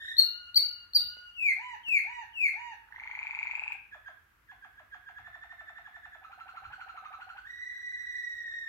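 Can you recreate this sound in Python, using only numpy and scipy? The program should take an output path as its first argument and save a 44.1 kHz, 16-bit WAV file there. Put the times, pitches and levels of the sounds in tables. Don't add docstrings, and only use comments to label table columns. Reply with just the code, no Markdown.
import sys
import numpy as np
from scipy import signal
from scipy.fft import rfft, irfft, next_fast_len
from scipy.io import wavfile
from scipy.ndimage import uniform_filter1d

SR = 44100
rng = np.random.default_rng(int(sys.argv[2]) if len(sys.argv) > 2 else 0)


def pcm_store(signal):
    levels = np.round(np.clip(np.atleast_2d(signal), -1, 1) * 32767)
    wavfile.write(sys.argv[1], SR, levels.astype(np.int16).T)


N = 382788
TIME = np.arange(N) / SR
SIZE = next_fast_len(N + SR)
FREQS = np.maximum(np.arange(SIZE // 2 + 1) * SR / SIZE, 1)


def from_db(db):
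    return 10 ** (np.asarray(db) / 20)


def rms_one(x):
    return x / np.sqrt(np.mean(x ** 2) + 1e-20)


def at_hz(points, hz, axis=1):
    table = np.array(points)
    return np.interp(np.log(hz), np.log(table[:, 0]), table[:, axis])


def at_time(points, t):
    return np.interp(t, *np.transpose(points))


def band(x, low_hz, high_hz):
    sos = signal.butter(2, [low_hz, min(high_hz, .45 * SR)], "band", fs=SR, output="sos")
    return signal.sosfilt(sos, x)


def drift(t, rate_hz):
    steps = (t - t[0]) * rate_hz
    return np.interp(steps, np.arange(4096), rng.standard_normal(4096))


def fade(t, attack_s, release_s):
    return np.clip(np.minimum((t - t[0]) / attack_s, (t[-1] - t) / release_s), 0, 1)


def add(out, t, sound):
    start = round(t[0] * SR)
    out[..., start:start + len(t)] += sound[..., :N - start]


def contours(rows):
    s, *columns = np.transpose(rows)
    t = np.arange(max(round(s[0] * SR), 0), round(s[-1] * SR)) / SR
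    return [t] + [uniform_filter1d(np.interp(t, s, c), size=45) for c in columns]


def beats(beat, count):
    first_s, period_s, slowing_s = beat
    k = np.arange(count)
    return first_s + period_s * k + slowing_s * k * (k - 1) / 2


OVERTONE_LEVELS = {"chirp": [-25.5, -21], "slur": [-29.5, -31.5, -39.5, -35, -62.5, -38.5], "hoot": [-2, -9,
                   -26.5, -25, -31.5, -23.5, -32], "soft": [1.5, -29.5, -26, -28, -36, -32.5], "low": [-1.2,
                   -15, -34], "roll": [-31.5, -32, -52, -49, -43.5], "purr": [-5, -16, -28.5], "cluck":
                   [-20, -28.5, -32], "pip": [-18, -24, -33.5, -32], "rasp": [-4, -22.5, -24.5, -38.5, -26],
                   "whistle": [-21, -25.5, -33.5, -44, -40.5, -52.5, -46]}
PITCH_JITTER = {"chirp": 0.0048, "slur": 0.0046, "hoot": 0.0071, "soft": 0.0085, "low": 0.027, "roll":
                0.016, "purr": 0.036, "cluck": 0.017, "pip": 0.0408, "rasp": 0.011, "whistle": 0.0093}


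def syrinx(t, hz, db, kind, creak=0):
    wobble = PITCH_JITTER[kind] * (drift(t, 600) + .6 * drift(t, 90))
    phase = 2 * np.pi * np.cumsum(hz * (1 + wobble)) / SR
    upper = 0
    for k, level_db in enumerate(OVERTONE_LEVELS[kind], 2):
        below_nyquist = k * hz < SR / 2
        upper = upper + from_db(level_db) * np.sin(k * phase) * below_nyquist
    upper = upper + creak * sum(drift(t, 600) * np.sin((k + .5) * phase) for k in range(4))
    edge_s = np.minimum(t - t[0], t[-1] - t)
    ends = np.sin(np.pi / 2 * np.clip(edge_s / .0013, 0, 1)) ** 2
    return ends * from_db(db) * np.array([np.sin(phase), upper])


CREAK_DB = -30


def add_syllable(out, gesture, kind, s, db, hz, length=1, bend=1):
    t, ratio, level_db = contours([(s + length * ms / 1000, r, d) for ms, r, d in gesture])
    ratio = ratio ** np.where(t > t[np.argmax(ratio)], bend, 1)
    creak = from_db(CREAK_DB) * np.exp(-((t - s) / .0047) ** 2) if kind == "chirp" else 0
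    add(out, t, syrinx(t, hz * ratio, db + level_db, kind, creak))


# (frequency [Hz], relative level [dB])
AIR_SPECTRUM = [(25, -28), (45, -3.5), (85, -2), (160, -17), (300, -17.5), (600, -25), (1500, -11.5),
                (4000, -31.5), (9500, -37.5), (12000, -30.5), (16000, -36)]
# (time [s], level [dB], half-width of the swell [s])
RUMBLE_SWELLS = [(1.057, -59.5, 0.057), (1.908, -64, .035), (5.254, -66.5, 0.11), (6.689, -61.5, 0.066)]
AIR_DB, HUM_DB, HUM_HZ = -67.5, -77.5, 50


def background():
    mid, side = rfft(rng.standard_normal((2, SIZE)))
    width = at_hz([(50, 0.3), (200, 0.48), (2000, 1.0)], FREQS)
    stereo = mid + width * side * [[1], [-1]]
    air = irfft(stereo * from_db(at_hz(AIR_SPECTRUM, FREQS)), SIZE)[:, :N]
    swell = sum(from_db(db) * np.exp(-((TIME - s) / length) ** 2) for s, db, length in RUMBLE_SWELLS)
    rumble = swell * rms_one(band(rng.standard_normal(N), 40, 99))
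    hum = rms_one(np.sin(2 * np.pi * HUM_HZ * TIME))
    return from_db(AIR_DB) * rms_one(air) + rumble + from_db(HUM_DB) * hum


HELD_TIMES = {"rasp": (0, .135), "whistle": (7.446, 8.69)}
HELD_SHAPES = {"rasp": (1860, -41, .06, 0, 2.5), "whistle": (1965, -40.5, 0.23, 125, 5.5)}
SCOOP_S, SAG_POWER = .02, 2.4
FLUTTER_HZ, FLUTTER_DIP, FLUTTER_DB = 29.28, .24, 12
FLUTTER_START, FLUTTER_END = 1, .12


def held_notes(waver_db=2.5, attack_s=.012, release_s=.01):
    out = np.zeros((2, N))
    for kind, (start, end) in HELD_TIMES.items():
        hz, db, scoop, sag_hz, swell_db = HELD_SHAPES[kind]
        age = TIME[:round((end - start) * SR)]
        progress = age / age[-1]
        depth = FLUTTER_START + (FLUTTER_END - FLUTTER_START) * progress
        cycle = np.cumsum(FLUTTER_HZ * (1 + .3 * drift(age, 30))) / SR
        pulse = np.abs(np.sin(np.pi * cycle)) ** 30
        catch = depth * pulse * np.abs(.8 + .5 * drift(age, 30))
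        waver = drift(age, 70)
        pitch = hz * (1 - scoop * np.exp(-age / SCOOP_S)) - sag_hz * progress ** SAG_POWER
        pitch = pitch * (1 - FLUTTER_DIP * catch + .012 * depth * waver)
        level_db = db + swell_db * progress - FLUTTER_DB * catch + waver_db * waver
        note = syrinx(age, pitch, level_db, kind)
        add(out, start + age, fade(age, attack_s, release_s) * note)
    return out


# (frequency [Hz], decay time t60 [s], level [dB])
TAIL_BANDS = [(405, 0.13, -2), (899, 0.44, -5), (1522, 0.45, 1), (2310, 0.53, -6), (4170, 0.45, -2),
              (8600, 0.14, -3.5), (14800, 0.35, -7)]
TAIL_LIKENESS = .043


def room_tail():
    age, out = TIME[:SR * 3 // 4], 0
    edges = np.geomspace(200, 18000, 14)
    build_up = np.clip((age - .004) / .012, 0, 1)
    for low, high in zip(edges, edges[1:]):
        hz = np.sqrt(low * high)
        common = np.sqrt(TAIL_LIKENESS) * rng.standard_normal(len(age))
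        noise = common + np.sqrt(1 - TAIL_LIKENESS) * rng.standard_normal((2, len(age)))
        decay = from_db(-60 * age / at_hz(TAIL_BANDS, hz)) * build_up
        decay = decay / np.sqrt(np.sum(decay ** 2))
        out = out + band(noise, low, high) * decay * from_db(at_hz(TAIL_BANDS, hz, axis=2))
    return out


# (frequency [Hz], left minus right [dB])
STEREO_BALANCE = [(500, 2), (950, -5), (1450, -4.5), (1900, -3.5), (2400, 9), (4400, 6), (5800, -6),
                  (8500, -6.5), (13000, -7.5)]
# (delay [ms], level left [dB], level right [dB])
PANEL_ECHOES = [(6.7, -10, -4), (16.5, -24, -22)]
RIGHT_LAG_MS, PANEL_HZ = .15, 1300


def room(direct, radiated, tail_balance=0.7):
    lean_db = at_hz(STEREO_BALANCE, FREQS) * np.array([[.5], [-.5]])
    turn_per_ms = -2j * np.pi * FREQS / 1000
    reflected = from_db(tail_balance * lean_db) * rfft(room_tail(), SIZE)
    panel = 1 / (1 + (PANEL_HZ / FREQS) ** 4)
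    for ms, left_db, right_db in PANEL_ECHOES:
        reflected += panel * from_db([[left_db], [right_db]]) * np.exp(turn_per_ms * ms)
    heard = rfft(direct, SIZE) * from_db(lean_db) + rfft(radiated, SIZE) * reflected
    heard[1] *= np.exp(turn_per_ms * RIGHT_LAG_MS)
    return irfft(heard, SIZE)[:, :N]


# (time [ms], pitch [ratio], level [dB])
LEAD_IN_GESTURE = [(-34, .86, -45), (-31, .92, -16), (-28.5, .92, -24), (-26, .9, -48)]
CHIRP_GESTURE = [(-21, .95, -20), (-16, 1.005, -7), (-8, .99, -1), (-1.5, .98, 0), (.7, .93, -6),
                 (3.5, .86, -19), (6, .82, -45)]
# (time [s], level [dB], pitch [Hz], depth of the pitch bend [exponent])
CHIRP_NOTES = [(.2, -10, 4395, 1.05), (.577, -9.5, 4554, 1.16), (0.967, -12, 4755, 1.94)]


def chirps():
    out = np.zeros((2, N))
    for s, db, hz, bend in CHIRP_NOTES:
        add_syllable(out, LEAD_IN_GESTURE, "chirp", s, db, hz)
        add_syllable(out, CHIRP_GESTURE, "chirp", s, db, hz, bend=bend)
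    return out


# (start [s], length [s], pitch [Hz], level [dB])
SOFT_LOW_NOTES = [(0.224, 0.29, 1407, -51), (0.608, 0.24, 1406, -54), (0.995, .32, 1419, -51),
                  (3.746, 0.018, 782, -45)]
SOFT_ARCH, SOFT_ATTACK_S, SOFT_RELEASE_S = .025, .0079, .016


def soft_notes():
    out = np.zeros((2, N))
    for s, length, hz, db in SOFT_LOW_NOTES:
        age = TIME[:round(length * SR)]
        arch = 1 + SOFT_ARCH * np.sin(np.pi * age / length)
        note = syrinx(age, hz * arch, db, "soft")
        add(out, s + age, fade(age, SOFT_ATTACK_S, SOFT_RELEASE_S) * note)
    return out


# (time [s], starting level of the thud [dB], starting level of the tick [dB])
CAGE_KNOCKS = [(1.169, -50, -94), (1.885, -41, -51.5), (3.73, -66, -61.5)]


def cage(thud_t60=0.012, tick_t60=0.021):
    out, age = np.zeros(N), TIME[:SR // 4]
    for s, thud_db, tick_db in CAGE_KNOCKS:
        thud, tick = rng.standard_normal((2, len(age)))
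        add(out, s + age, rms_one(band(thud, 170, 1900)) * from_db(thud_db - 60 * age / thud_t60))
        add(out, s + age, rms_one(band(tick, 2000, 14000)) * from_db(tick_db - 60 * age / tick_t60))
    return out


# (time [ms], pitch [ratio], level [dB])
SLUR_GESTURE = [(-190, 1.48, -33), (-160, 1.36, -20.5), (-135, 1.28, -11), (-95.5, 1.22, -4),
                (-54.5, 1.13, 2), (-24.5, 1.04, 1.5), (-4, 1, -4), (1.5, 0.81, -17.5), (8, .7, -52.5)]
# (time [s], level [dB], pitch [Hz], length [ratio])
SLUR_NOTES = [(1.524, -22.5, 2059, 0.96), (1.993, -21, 2123, .84), (2.487, -22.5, 2088, .82)]


def slurs():
    out = np.zeros((2, N))
    for s, db, hz, length in SLUR_NOTES:
        add_syllable(out, SLUR_GESTURE, "slur", s, db, hz, length)
    return out


# (time [ms], pitch [ratio], level [dB])
HOOT_GESTURE = [(-4.5, 3.3, -9.5), (1.5, .85, -13), (14.5, .72, -15.5), (32, .9, -4), (55.5, 1, -3.5),
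                (103.5, 1.02, -2), (165, .97, -0.5), (183, .88, -2.5), (195.5, 0.737, -23)]
# (time [s], level [dB], pitch [Hz], length [ratio])
HOOT_NOTES = [(1.564, -41, 979, 1.03), (2.042, -41, 951.4, 1.05), (2.533, -41.5, 946, 1.1)]


def hoots():
    out = np.zeros((2, N))
    for s, db, hz, length in HOOT_NOTES:
        add_syllable(out, HOOT_GESTURE, "hoot", s, db, hz, length)
    return out


# (time [ms], pitch [ratio], level [dB])
PURR_GESTURE = [(-22, .92, -22), (-19, 1.02, 1), (-14, 1.08, 1.5), (-12.3, 1.4, -7), (-10.5, 1.7, -1),
                (-8, 1.95, -6), (-5, 2.6, -20)]
FLICK_GESTURE = [(-4, 1.08, -30), (-1.8, 1.05, -10), (-.3, 1.01, 1.5), (.5, .97, 1), (1.8, .89, -11),
                 (4, .65, -28)]
# (time [s], level of the flicks [dB])
FLICK_LEVELS = [(2.888, -48), (2.925, -35.5), (3.0, -31.5), (3.2, -26), (3.5, -22.5), (3.72, -24)]
# (first syllable [s], first period [s], lengthening per syllable [s])
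ROLL_TIMING = (2.888, .03706, .000268)
ROLL_HZ, ROLL_FLAT_HZ, ROLL_CREEP_HZ_PER_S, ROLL_SETTLE_S = 2212, 634, 310, .087
PURR_HZ, PURR_DB, PURR_FAINT_DB = 857.5, -44, 15.5


def roll(spread_db=1.1, pitch_spread=0.017, purr_spread=0.0602):
    out = np.zeros((2, N))
    times = beats(ROLL_TIMING, count=22)
    for s, (loud, sharp, lift, stretch) in zip(times, rng.standard_normal((len(times), 4))):
        age = s - times[0]
        unsettled = np.exp(-age / ROLL_SETTLE_S)
        flick_hz = ROLL_HZ - ROLL_FLAT_HZ * unsettled + ROLL_CREEP_HZ_PER_S * age
        flick_hz *= 1 + pitch_spread * sharp
        flick_db = at_time(FLICK_LEVELS, s) + spread_db * loud
        purr_hz = PURR_HZ * (1 + pitch_spread * lift)
        purr_db = PURR_DB - PURR_FAINT_DB * unsettled
        add_syllable(out, PURR_GESTURE, "purr", s, purr_db, purr_hz, 1 + purr_spread * stretch)
        add_syllable(out, FLICK_GESTURE, "roll", s, flick_db, flick_hz)
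    return out


# (time [ms], pitch [ratio], level [dB])
CLUCK_GESTURE = [(-44, 1.3, -27.5), (-22.5, .98, -3.5), (-7, 1, 2.5), (-1.5, 1.073, 1.5), (-1.5, 0.88, 2.5),
                 (1.5, 0.55, -8.5)]
DROP_GESTURE = [(-2, 2.1, -20), (0, 1.7, -2), (2.5, 1.25, -1), (6, 1, 0), (12, .88, -3), (23, .82, -10),
                (38, .8, -28)]
# (time [s], level [dB], pitch [Hz])
SINGLE_CLUCKS = [(3.947, -42.5, 1677), (4.084, -41.5, 1635), (4.515, -46.5, 1669), (4.648, -46.5, 1638),
                 (4.798, -49.5, 1671), (4.946, -42.5, 1656), (5.09, -44, 1638), (5.186, -43.5, 1680)]
# (first syllable [s], first period [s], lengthening per syllable [s])
CLUCK_TIMING = (5.273, .08175, .001324)
CLUCK_DB, CLUCK_HZ = -44, 1752
DROP_DB, DROP_HZ, DROP_FOLLOWS = -50.5, 794, .24


def clucks(spread_db=0.4, pitch_spread=0.009, drop_spread=0.06):
    out = np.zeros((2, N))
    times = beats(CLUCK_TIMING, count=11)
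    run = [(s, CLUCK_DB + spread_db * loud, CLUCK_HZ * (1 + pitch_spread * sharp))
           for s, (loud, sharp) in zip(times, rng.standard_normal((len(times), 2)))]
    for s, db, hz in list(SINGLE_CLUCKS) + run:
        lift, stretch = np.exp(drop_spread * rng.standard_normal(2))
        drop_db = DROP_DB + DROP_FOLLOWS * (db - CLUCK_DB)
        add_syllable(out, CLUCK_GESTURE, "cluck", s, db, hz)
        add_syllable(out, DROP_GESTURE, "low", s, drop_db, DROP_HZ * lift, stretch)
    return out


# (time [ms], pitch [ratio], level [dB])
BUBBLE_GESTURE = [(-23, .95, -24), (-21, .98, -6), (-7, 1.03, -2), (0, 1.3, -7), (3.5, 2, -4),
                  (5.5, 2.5, -16)]
PIP_GESTURE = [(2, 1.5, -45), (5.4, 1.8, -5), (8.2, 1.6, -16), (9.8, .88, 1), (14, 1.015, 3), (21, .98, 2),
               (30, .84, -15)]
# (time [s], pitch of the pips [Hz])
PIP_PITCHES = [(6.24, 1402), (6.58, 1365), (6.75, 1432), (6.96, 1362), (7.1, 1231), (7.2, 1475),
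               (7.38, 1521)]
# (first syllable [s], first period [s], lengthening per syllable [s])
WARBLE_TIMING = (6.236, .081, 0)
BUBBLE_HZ, BUBBLE_DB, PIP_DB = 761.5, -45, -41
WARBLE_FAINT_DB, WARBLE_SETTLE_S = 5, .17


def warble(spread_db=0.95, pitch_spread=0.03):
    out = np.zeros((2, N))
    times = beats(WARBLE_TIMING, count=15)
    for s, (loud, sharp) in zip(times, rng.standard_normal((len(times), 2))):
        faint_db = WARBLE_FAINT_DB * np.exp(-(s - times[0]) / WARBLE_SETTLE_S)
        lift = 1 + pitch_spread * sharp
        pip_db = PIP_DB - faint_db + spread_db * loud
        add_syllable(out, BUBBLE_GESTURE, "low", s, BUBBLE_DB - faint_db, BUBBLE_HZ * lift)
        add_syllable(out, PIP_GESTURE, "pip", s, pip_db, at_time(PIP_PITCHES, s) * lift)
    return out


# (frequency [Hz], gain [dB])
BEAK_COLOUR = [(3000, 1.5), (4400, 2), (5200, -10), (5800, 1), (6300, -3), (7300, -3), (9000, 2),
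               (10300, 1.5), (12000, 2)]
# (time [s], left minus right [dB])
HEAD_TURNS = [(.5, 0.7), (1.5, -1.2), (3.5, -1), (5.5, 0), (6.6, 0), (7.7, 0.3)]
VOICE_TRIM_DB, OFF_AXIS_DB = -1.5, -5.5


def scene():
    song = held_notes() + chirps() + soft_notes() + slurs() + hoots() + roll() + clucks() + warble()
    tone, overtones = from_db(VOICE_TRIM_DB) * song
    overtones = irfft(rfft(overtones, SIZE) * from_db(at_hz(BEAK_COLOUR, FREQS)), SIZE)[:N]
    plain = tone + cage()
    facing = from_db(at_time(HEAD_TURNS, TIME) * np.array([[.5], [-.5]]))
    direct = plain + from_db(OFF_AXIS_DB) * overtones
    return facing * room(direct, plain + overtones) + background()


CUTOFF_HZ = 15800


def record(dry):
    return signal.sosfilt(signal.ellip(10, .1, 80, CUTOFF_HZ, fs=SR, output="sos"), dry)


dry = scene()
out = record(dry)
pcm_store(out)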